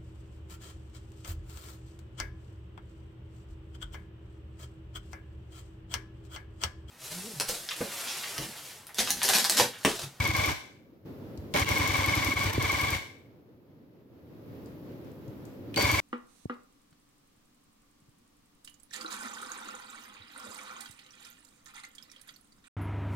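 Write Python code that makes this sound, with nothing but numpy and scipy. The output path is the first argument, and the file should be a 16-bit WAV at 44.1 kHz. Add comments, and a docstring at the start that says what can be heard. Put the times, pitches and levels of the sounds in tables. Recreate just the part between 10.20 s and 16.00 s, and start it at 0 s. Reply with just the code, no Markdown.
"""A small live room: close by, an electric tufting gun punches yarn into stretched cloth in three bursts.
Each stroke snips the yarn, rattles the frame and thumps the cloth; the gears whine, sagging twice a
stroke under load. Between bursts the gun is shifted on the cloth with faint ticks. Underneath lies
low background noise whose level steps or ramps up, holds, then fades down."""
import sys
import numpy as np
from scipy import signal
from scipy.fft import rfft, irfft, next_fast_len
from scipy.io import wavfile
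from scipy.ndimage import map_coordinates

SR = 44100
rng = np.random.default_rng(int(sys.argv[2]) if len(sys.argv) > 2 else 0)


def wav_record(signal):
    """Record a signal, one row per channel, as 16-bit PCM in the file named by sys.argv[1]."""
    frames = np.transpose(np.atleast_2d(signal))
    bounded = np.clip(frames, -1, 1)
    # unit amplitude maps onto the largest positive 16-bit level
    quanta = np.round(bounded * 32767).astype(np.int16)
    wavfile.write(sys.argv[1], SR, quanta)


N = 255853


def amp(db):
    """Decibels to gain."""
    return 10 ** (np.asarray(db) / 20)


def unit(x):
    """x at rms 1."""
    return x / np.sqrt(np.mean(x ** 2) + 1e-20)


def along(points, hz):
    """Read a curve of (Hz, value) points on a log frequency axis."""
    f, v = np.transpose(points)
    return np.interp(np.log(hz + 1), np.log(f + 1), v)


def bell(t, centre, width):
    """A bell-shaped envelope that peaks at 1."""
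    return np.exp(-((t - centre) / width) ** 2)


def wobble(rate):
    """A smooth random curve, rate knots a second."""
    count = int(N * rate / SR) + 4
    at = np.linspace(0, count - 1, count * 6)
    return np.interp(np.arange(N) * rate / SR, at, map_coordinates(rng.standard_normal(count), [at]))


def filtered(x, response):
    """EQ x with a gain given as a function of frequency."""
    n = x.shape[-1]
    m = next_fast_len(n + 8192)
    return irfft(rfft(x, m) * response(np.fft.rfftfreq(m, 1 / SR)), m)[..., :n]


def resonate(x, modes):
    """x through parallel resonances (centre [Hz], width [Hz], gain [dB])."""
    return filtered(x, lambda f: sum(amp(db) * 1j * f * w / (c * c - f * f + 1j * f * w)
                                     for c, w, db in modes))


def spread(pair, spectrum, alike):
    """Two unrelated signals coloured and blended into stereo of rms 1."""
    angle = lambda hz: np.arccos(np.clip(along(alike, hz), -1, 1)) / 2
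    mid, side = filtered(pair, lambda f: amp(along(spectrum, f)) * [np.cos(angle(f)), np.sin(angle(f))])
    return unit(np.array([mid + side, mid - side]))


def add(track, s, sound):
    """Mix a sound into the track at time s."""
    i = round(s * SR)
    a, b = max(i, 0), min(i + sound.shape[-1], N)
    if b > a:
        track[..., a:b] += sound[..., a - i:b - i]


def thud(hz, swell):
    """A soft, heavily damped blow that peaks after swell seconds."""
    t = np.arange(SR // 6) / SR
    return (t / swell * np.exp(1 - t / swell)) ** 2 * np.sin(2 * np.pi * hz * t)


# colour of the low rush (frequency [Hz], relative level [dB])
RUSH_EQ = [(18, -55), (30, -31), (50, -18), (106, -3.5), (190, -9), (283, -4.5), (392, -10), (557, -13.5),
           (704, -23.5), (1050, -27), (1520, -31.5), (5010, -42.5), (8000, -53), (10400, -81),
           (17600, -120)]
# colour of the thin hiss (frequency [Hz], relative level [dB])
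HISS_EQ = [(3000, -38.5), (9000, -15), (11000, -3.5), (14000, 1.5), (16000, -1.5)]
# stereo image of the noise bed (frequency [Hz], left-right correlation [-1..1])
BED_IMAGE = [(60, 0.51), (180, 0.95), (550, 0.62), (1650, -0.14), (4970, -0.0), (15000, 0.02)]
# the bed's level steps or ramps up, holds, fades down (start [s], rise [s], end of hold [s], boost [dB])
BED_BOOSTS = [(.848, .01, 1.55, 12), (3.85, 0.52, 5.8, 12)]

def noise_bed(t, rush_floor_db=-56, hiss_floor_db=-78, uneven_db=.8, fade_s=1.7):
    """Background noise: a low, slightly uneven rush and a thin hiss on one shared level envelope."""
    boost_db = sum(db * np.clip((t - start) / rise, 0, 1) * np.clip(1 - (t - end) / fade_s, 0, 1)
                   for start, rise, end, db in BED_BOOSTS)
    rush_gain = amp(rush_floor_db + uneven_db * wobble(16))
    rush = rush_gain * spread(rng.standard_normal((2, N)), RUSH_EQ, BED_IMAGE)
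    hiss = amp(hiss_floor_db) * spread(rng.standard_normal((2, N)), HISS_EQ, BED_IMAGE)
    return amp(boost_db) * (rush + hiss)


# reverb decay (frequency [Hz], t60 [s])
ROOM_DECAY = [(100, 0.18), (500, 0.58), (1400, 0.5), (2200, 0.55), (3700, 0.51), (10000, 0.47),
              (16000, .35)]
# EQ on the reverb send (frequency [Hz], gain [dB])
ROOM_SEND = [(80, -8), (300, -12), (700, -5.5), (1100, -9), (1600, -0.5), (2200, -4), (4000, -0.5),
             (14000, -1.5)]

def room(x):
    """The walls answer with a short tail; each frequency dies at its own speed."""
    hz, t, noise = signal.stft(rng.standard_normal((2, int(.7 * SR))), SR, nperseg=256)
    decay = amp(-60 * t / along(ROOM_DECAY, hz)[:, None])
    tail = signal.istft(noise * decay / np.linalg.norm(decay, axis=1, keepdims=True), SR, nperseg=256)[1]
    tail = np.pad(tail / np.linalg.norm(tail[0]), ((0, 0), (SR // 200, 0)))  # 5 ms pre-delay
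    send = filtered(x.mean(0), lambda hz: amp(along(ROOM_SEND, hz)))
    return signal.fftconvolve(send[None], tail, axes=1)[:, :N]


def scuff(t, at_s=1.35, width_s=.03, db=-60, hz=5000.5):
    """The gun's steel foot slides over the cloth: a soft, brief brush."""
    brush = unit(resonate(rng.standard_normal((2, N)), [(hz, hz, 0)]))
    return amp(db) * bell(t, at_s, width_s) * brush


# trigger, slack gears and handling (time [s], level before trim [dB], centre [Hz])
CLICKS = [(1.175, -45.5, 4980), (1.339, -22.5, 3540), (1.362, -17, 2100), (1.374, -20, 2000),
          (1.4455, -15, 2800), (2.748, -26, 2384), (4.459, -51, 6000), (4.846, -57, 5970),
          (4.916, -56.5, 7040), (5.08, -54.5, 5460), (5.253, -47, 6500), (5.542, -30.5, 2300),
          (5.561, -23, 3410)]
# the foot bumps the cloth (time [s], pitch [Hz], level [dB], attack [s])
BUMPS = [(.258, 306, -31, 0.0056), (0.291, 91, -32.5, 0.014), (1.149, 153, -43, 0.014),
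         (1.176, 77.6, -34, 0.016), (1.343, 170, -25.5, 0.0043), (1.358, 325, -28, .008),
         (1.444, 330, -18, .003), (2.084, 290, -23, 0.0036), (2.135, 300, -23.5, 0.0029),
         (2.274, 92, -25.5, 0.01), (2.379, 115.3, -15, 0.0061), (2.379, 325, -10.5, 0.0015),
         (2.755, 89, -26.5, 0.0089), (5.076, 124, -35, 0.0087), (5.566, 220, -25.5, 0.0027),
         (5.626, 322, -26, 0.007)]
# steel pings as the motor jerks into motion (time [s], pitch [Hz], level [dB], t60 [s])
PINGS = [(5.543, 2430, -46, .08), (5.566, 4572, -28, .2), (5.566, 4568, -37, .9)]

def handling(click_t60=.026, click_trim_db=-3.5):
    """Spot effects: clicks of trigger and slack gears, bumps on the cloth and the ping of steel."""
    out, t = np.zeros((2, N)), np.arange(SR // 2) / SR
    for s, db, hz in CLICKS:
        crack = resonate(rng.standard_normal((2, len(t))), [(hz, .5 * hz, 0)])
        add(out, s, amp(db + click_trim_db - 60 * t / click_t60) * unit(crack))
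    for s, hz, db, swell in BUMPS:
        add(out, s, amp(db) * thud(hz, swell))
    for s, hz, db, t60 in PINGS:
        add(out, s, amp(db - 60 * t / t60) * np.sin(2 * np.pi * hz * t))
    return out


# the motor is switched on and off (start [s], end [s], trim [dB])
BURSTS = [(-.4, .325, .5), (1.338, 2.772, 0), (5.569, 5.9, 0.65)]

def drive(t, running_db, surge_db, fade_db_per_s, attack_s=.008, surge_s=.15, release_s=.015):
    """One part's envelope: on with the motor, a surge, then a slow drift until the trigger is let go."""
    gain = np.zeros(len(t))
    for start, end, db in BURSTS:
        age = np.maximum(t - start, 0)
        gate = np.clip(age / attack_s, 0, 1) * np.clip((end - t) / release_s + .5, 0, 1)
        gain += gate * amp(db + running_db + surge_db * np.exp(-age / surge_s) - fade_db_per_s * age)
    return gain


# colour of the sliding parts (frequency [Hz], relative level [dB])
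RATTLE_EQ = [(45, -35), (70, -8), (120, -6.5), (200, -11), (380, -20), (580, -20.5), (700, -16),
             (1050, -5.5), (1300, -17.5), (1900, -15), (2600, -17.5), (3700, -18), (6000, -23),
             (8000, -24.5), (9800, -32), (12000, -27), (16000, -34.5)]
# the frame's resonances (centre [Hz], width [Hz], gain [dB])
FRAME_MODES = [(315, 37, 2.5), (441.4, 37, -0.5), (569, 84, -1.5), (760, 32, -2), (1020, 21, 2),
               (1543, 73, -8.5), (2217, 100, 3), (2980, 45, -6.5), (3480, 40, -9), (4586, 30, -7),
               (5650, 200, -10.5)]
# stereo image of the loose parts (frequency [Hz], left-right correlation [-1..1])
PARTS_IMAGE = [(100, 1), (300, 0.97), (640, 0.98), (1400, 0.51), (3100, 0.72), (6000, .2), (15000, 0.4)]

def rattle(ticks_per_s=950, slide=.48, frame_db=-4):
    """Loose links tick against each other over the hiss of the sliding needle bar, and shake the frame."""
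    ticks = (rng.random(N) < ticks_per_s / SR) * rng.uniform(-.98, 1, (2, N))
    shake = unit(ticks) + slide * rng.standard_normal((2, N))
    flat_eq = [(100, .0035), (5000, .0037)]
    frame = unit(resonate(spread(shake, flat_eq, PARTS_IMAGE), FRAME_MODES))
    return spread(shake, RATTLE_EQ, PARTS_IMAGE) + amp(frame_db) * frame


# chatter as the motor kicks in (time [s], level [dB], attack [s])
JOLTS = [(1.341, -26, 0.015), (5.565, -26.5, .018)]

def jolts(t):
    """The starting torque throws the slack parts against the frame."""
    kick = sum(amp(db) * np.clip((t - s) / swell, 0, None) * np.exp(1 - np.abs(t - s) / swell)
               for s, db, swell in JOLTS)
    dark_eq = [(300, 9), (600, 9.5), (1100, 7.5), (2200, 4), (4500, -11)]
    chatter = spread(rng.standard_normal((2, N)), dark_eq, PARTS_IMAGE)
    return kick * unit(resonate(chatter, FRAME_MODES))


STROKE_S = .0925  # nominal length of a stroke, one turn of the crank
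# runs of even strokes (first snip [s], last snip [s])
RUNS = [(0.075, 0.26), (1.397, 2.139), (2.2385, 2.705), (5.6234, 5.715)]

def stroke_times():
    """The rhythm: times of the snips, and of the crank's turns, one more at both ends of a burst."""
    cuts = np.concatenate([np.linspace(a, b, round((b - a) / STROKE_S) + 1) for a, b in RUNS])
    bursts = np.split(cuts, np.flatnonzero(np.diff(cuts) > 2 * STROKE_S) + 1)
    return cuts, np.concatenate([np.r_[s[0] - STROKE_S, s, s[-1] + STROKE_S] for s in bursts])


# the needle's blows in each stroke (position [turns], pitch [Hz], relative level [dB], attack [s])
NEEDLE_BLOWS = [(0, 321.1, -2.5, 0.014), (.1, 65.8, -2, .015), (.165, 92, 5.6, 0.0073),
                (.24, 259, -6, 0.0045), (.62, 112, -1.5, .007), (.63, 195, -3, 0.0046),
                (.58, 579, -8.5, 0.0081)]
# the taut cloth rings on (centre [Hz], width [Hz], gain [dB])
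CLOTH_MODES = [(69, 18, -9), (96, 12, -4), (312, 20, -8)]

def cloth(strokes, scatter_db=1.3, detune=.027):
    """The low end: the needle plunges into the taut cloth and pulls out, one pattern for every stroke."""
    out = np.zeros(N)
    for s in strokes:
        for share, hz, db, swell in NEEDLE_BLOWS:
            louder, sharper = rng.standard_normal(2)
            blow = thud(hz * (1 + detune * sharper), swell)
            add(out, s + share * STROKE_S, amp(db + scatter_db * louder) * blow)
    return out + resonate(out, CLOTH_MODES)


# colour of the blades (frequency [Hz], gain [dB])
SNIP_EQ = [(800, -23), (3000, -2.5), (6000, 3.5), (9500, -3), (12000, 5), (16000, -4.5)]

def snips(times, scatter_db=1, t60=.028):
    """The top end: the scissor blades snap shut with a bright, dry crack, once a stroke."""
    out, t = np.zeros((2, N)), np.arange(SR // 20) / SR
    for s, gain in zip(times, drive(times, running_db=-29.5, surge_db=6, fade_db_per_s=.5)):
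        envelope = gain * amp(scatter_db * rng.standard_normal() - 60 * t / t60)
        add(out, s, envelope * rng.standard_normal((2, len(t))))
    return filtered(out, lambda hz: amp(along(SNIP_EQ, hz)))


# needle in and needle out load the gears
# (position [turns], half width [turns], tooth load [dB], swing [share of speed])
PUSHES = [(.32, .125, 12.5, .066), (.84, 0.1162, 13.5, .05)]

def crank(turn, max_drag=.22):
    """Speed and tooth load: the motor runs up before each push, slows through it and drags on the cloth."""
    speed, load_db = 1, 0
    for share, width, db, swing in PUSHES:
        offset = ((turn - share + .5) % 1 - .5) / width
        speed -= swing * offset * np.exp((1 - offset ** 2) / 2)
        load_db += db * np.exp(-np.abs(offset) ** 3 / 2)
    grip = rng.random(int(turn.max()) + 1)[turn.astype(int)]  # the cloth's hold varies by stroke
    drag = max_drag * grip * bell(turn % 1, centre=.56, width=.12)
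    return speed * (1 - drag), load_db


# gear tone, even harmonics strongest (harmonic [x tooth rate], relative level [dB])
GEAR_HARMONICS = [(1, -7.5), (2, 3), (3, -8.5), (4, 0), (5, -13.5), (6, -6.5), (7, -14.5), (8, -8.5),
                  (10, -20)]
# the housing's resonances (centre [Hz], width [Hz], gain [dB])
HOUSING_MODES = [(1020, 370, -9), (1588, 200, -3), (2202, 150, 7), (3550, 250, -2.5), (5760, 440, -8)]

def gears(tooth_hz, load_db, open_db=-5):
    """Meshing teeth sing, partly in the open; harmonic four sweeps through the housing's main resonance."""
    unsteady = 1 + .009 * wobble(35) + .007 * wobble(700)
    phase = 2 * np.pi * np.cumsum(tooth_hz * unsteady) / SR
    tone = amp(load_db) * sum(amp(db + 2.2 * wobble(200)) * np.sin(k * phase) for k, db in GEAR_HARMONICS)
    return unit(amp(open_db) * tone + resonate(tone, HOUSING_MODES))


# the motor labours or runs down (time [s], half width [s], loss [share of speed])
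SAGS = [(.312, .016, .27), (1.548, .012, .14), (2.305, .02, .24), (2.775, .012, .25)]

def gun(t, tooth_hz=554.7, load_to_rattle=.1):
    """The main source: the crank drives gears, rattle, needle and scissors while the motor is on."""
    cuts, strokes = stroke_times()
    speed, load_db = crank(np.interp(t, strokes, np.arange(len(strokes))))
    sag = sum(loss * bell(t, s, width) for s, width, loss in SAGS)
    whine_gain = drive(t, running_db=-33, surge_db=2.8, fade_db_per_s=-.3, attack_s=.07)
    whine = whine_gain * gears(tooth_hz * speed * (1 - sag), load_db)
    pulse = amp(load_to_rattle * (load_db - load_db.mean()))
    clatter = drive(t, running_db=-34.5, surge_db=4.1, fade_db_per_s=1.7) * pulse * rattle()
    thumps = drive(t, running_db=-31.5, surge_db=0, fade_db_per_s=2.3) * cloth(strokes)
    return whine + clatter + thumps + snips(cuts) + jolts(t)


# the gun's pan (frequency [Hz], left minus right [dB])
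GUN_PAN = [(100, 3), (200, -1), (380, -4.5), (700, -1), (1300, 0.5), (2300, 2.5), (4400, 0), (8100, 16.5),
           (15000, 5)]
# phase between the channels (frequency [Hz], left lead [rad])
GUN_PHASE = [(280, 0.26), (550, 1.51), (1050, 1.79), (1600, 0.15), (2200, 0.045), (3600, 1.3), (6000, 1.2)]

def placement(hz):
    """The gun sits a little to the left, its treble most of all, and reaches the two sides out of step."""
    gain = amp(np.outer([.5, -.5], along(GUN_PAN, hz)))
    lead = np.outer([.5, -.5], along(GUN_PHASE, hz))
    return gain / np.sqrt(np.mean(gain ** 2, axis=0)) * np.exp(1j * lead)


# the gun and its reverb dip briefly (time [s], half width [s], depth [dB])
DIPS = [(0.124, 0.02, 4.5), (1.45, 0.012, 14), (1.473, 0.011, 7), (2.151, 0.02, 7.5), (2.32, .009, 8.5),
        (2.377, .035, 5)]

def scene():
    """The mix: the gun and its room reverb over the noise bed."""
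    t = np.arange(N) / SR
    direct = gun(t) + handling() + scuff(t)
    dip_db = sum(depth * bell(t, s, width) for s, width, depth in DIPS)
    return amp(-dip_db) * filtered(direct + room(direct), placement) + noise_bed(t)


def record(dry, low_cut_hz=50, top_hz=16250):
    """Master EQ: roll off the deep bass and cut everything above the band limit."""
    return filtered(dry, lambda hz: (hz < top_hz) * hz ** 3 / np.hypot(hz ** 3, low_cut_hz ** 3))


dry = scene()
out = record(dry)
wav_record(out)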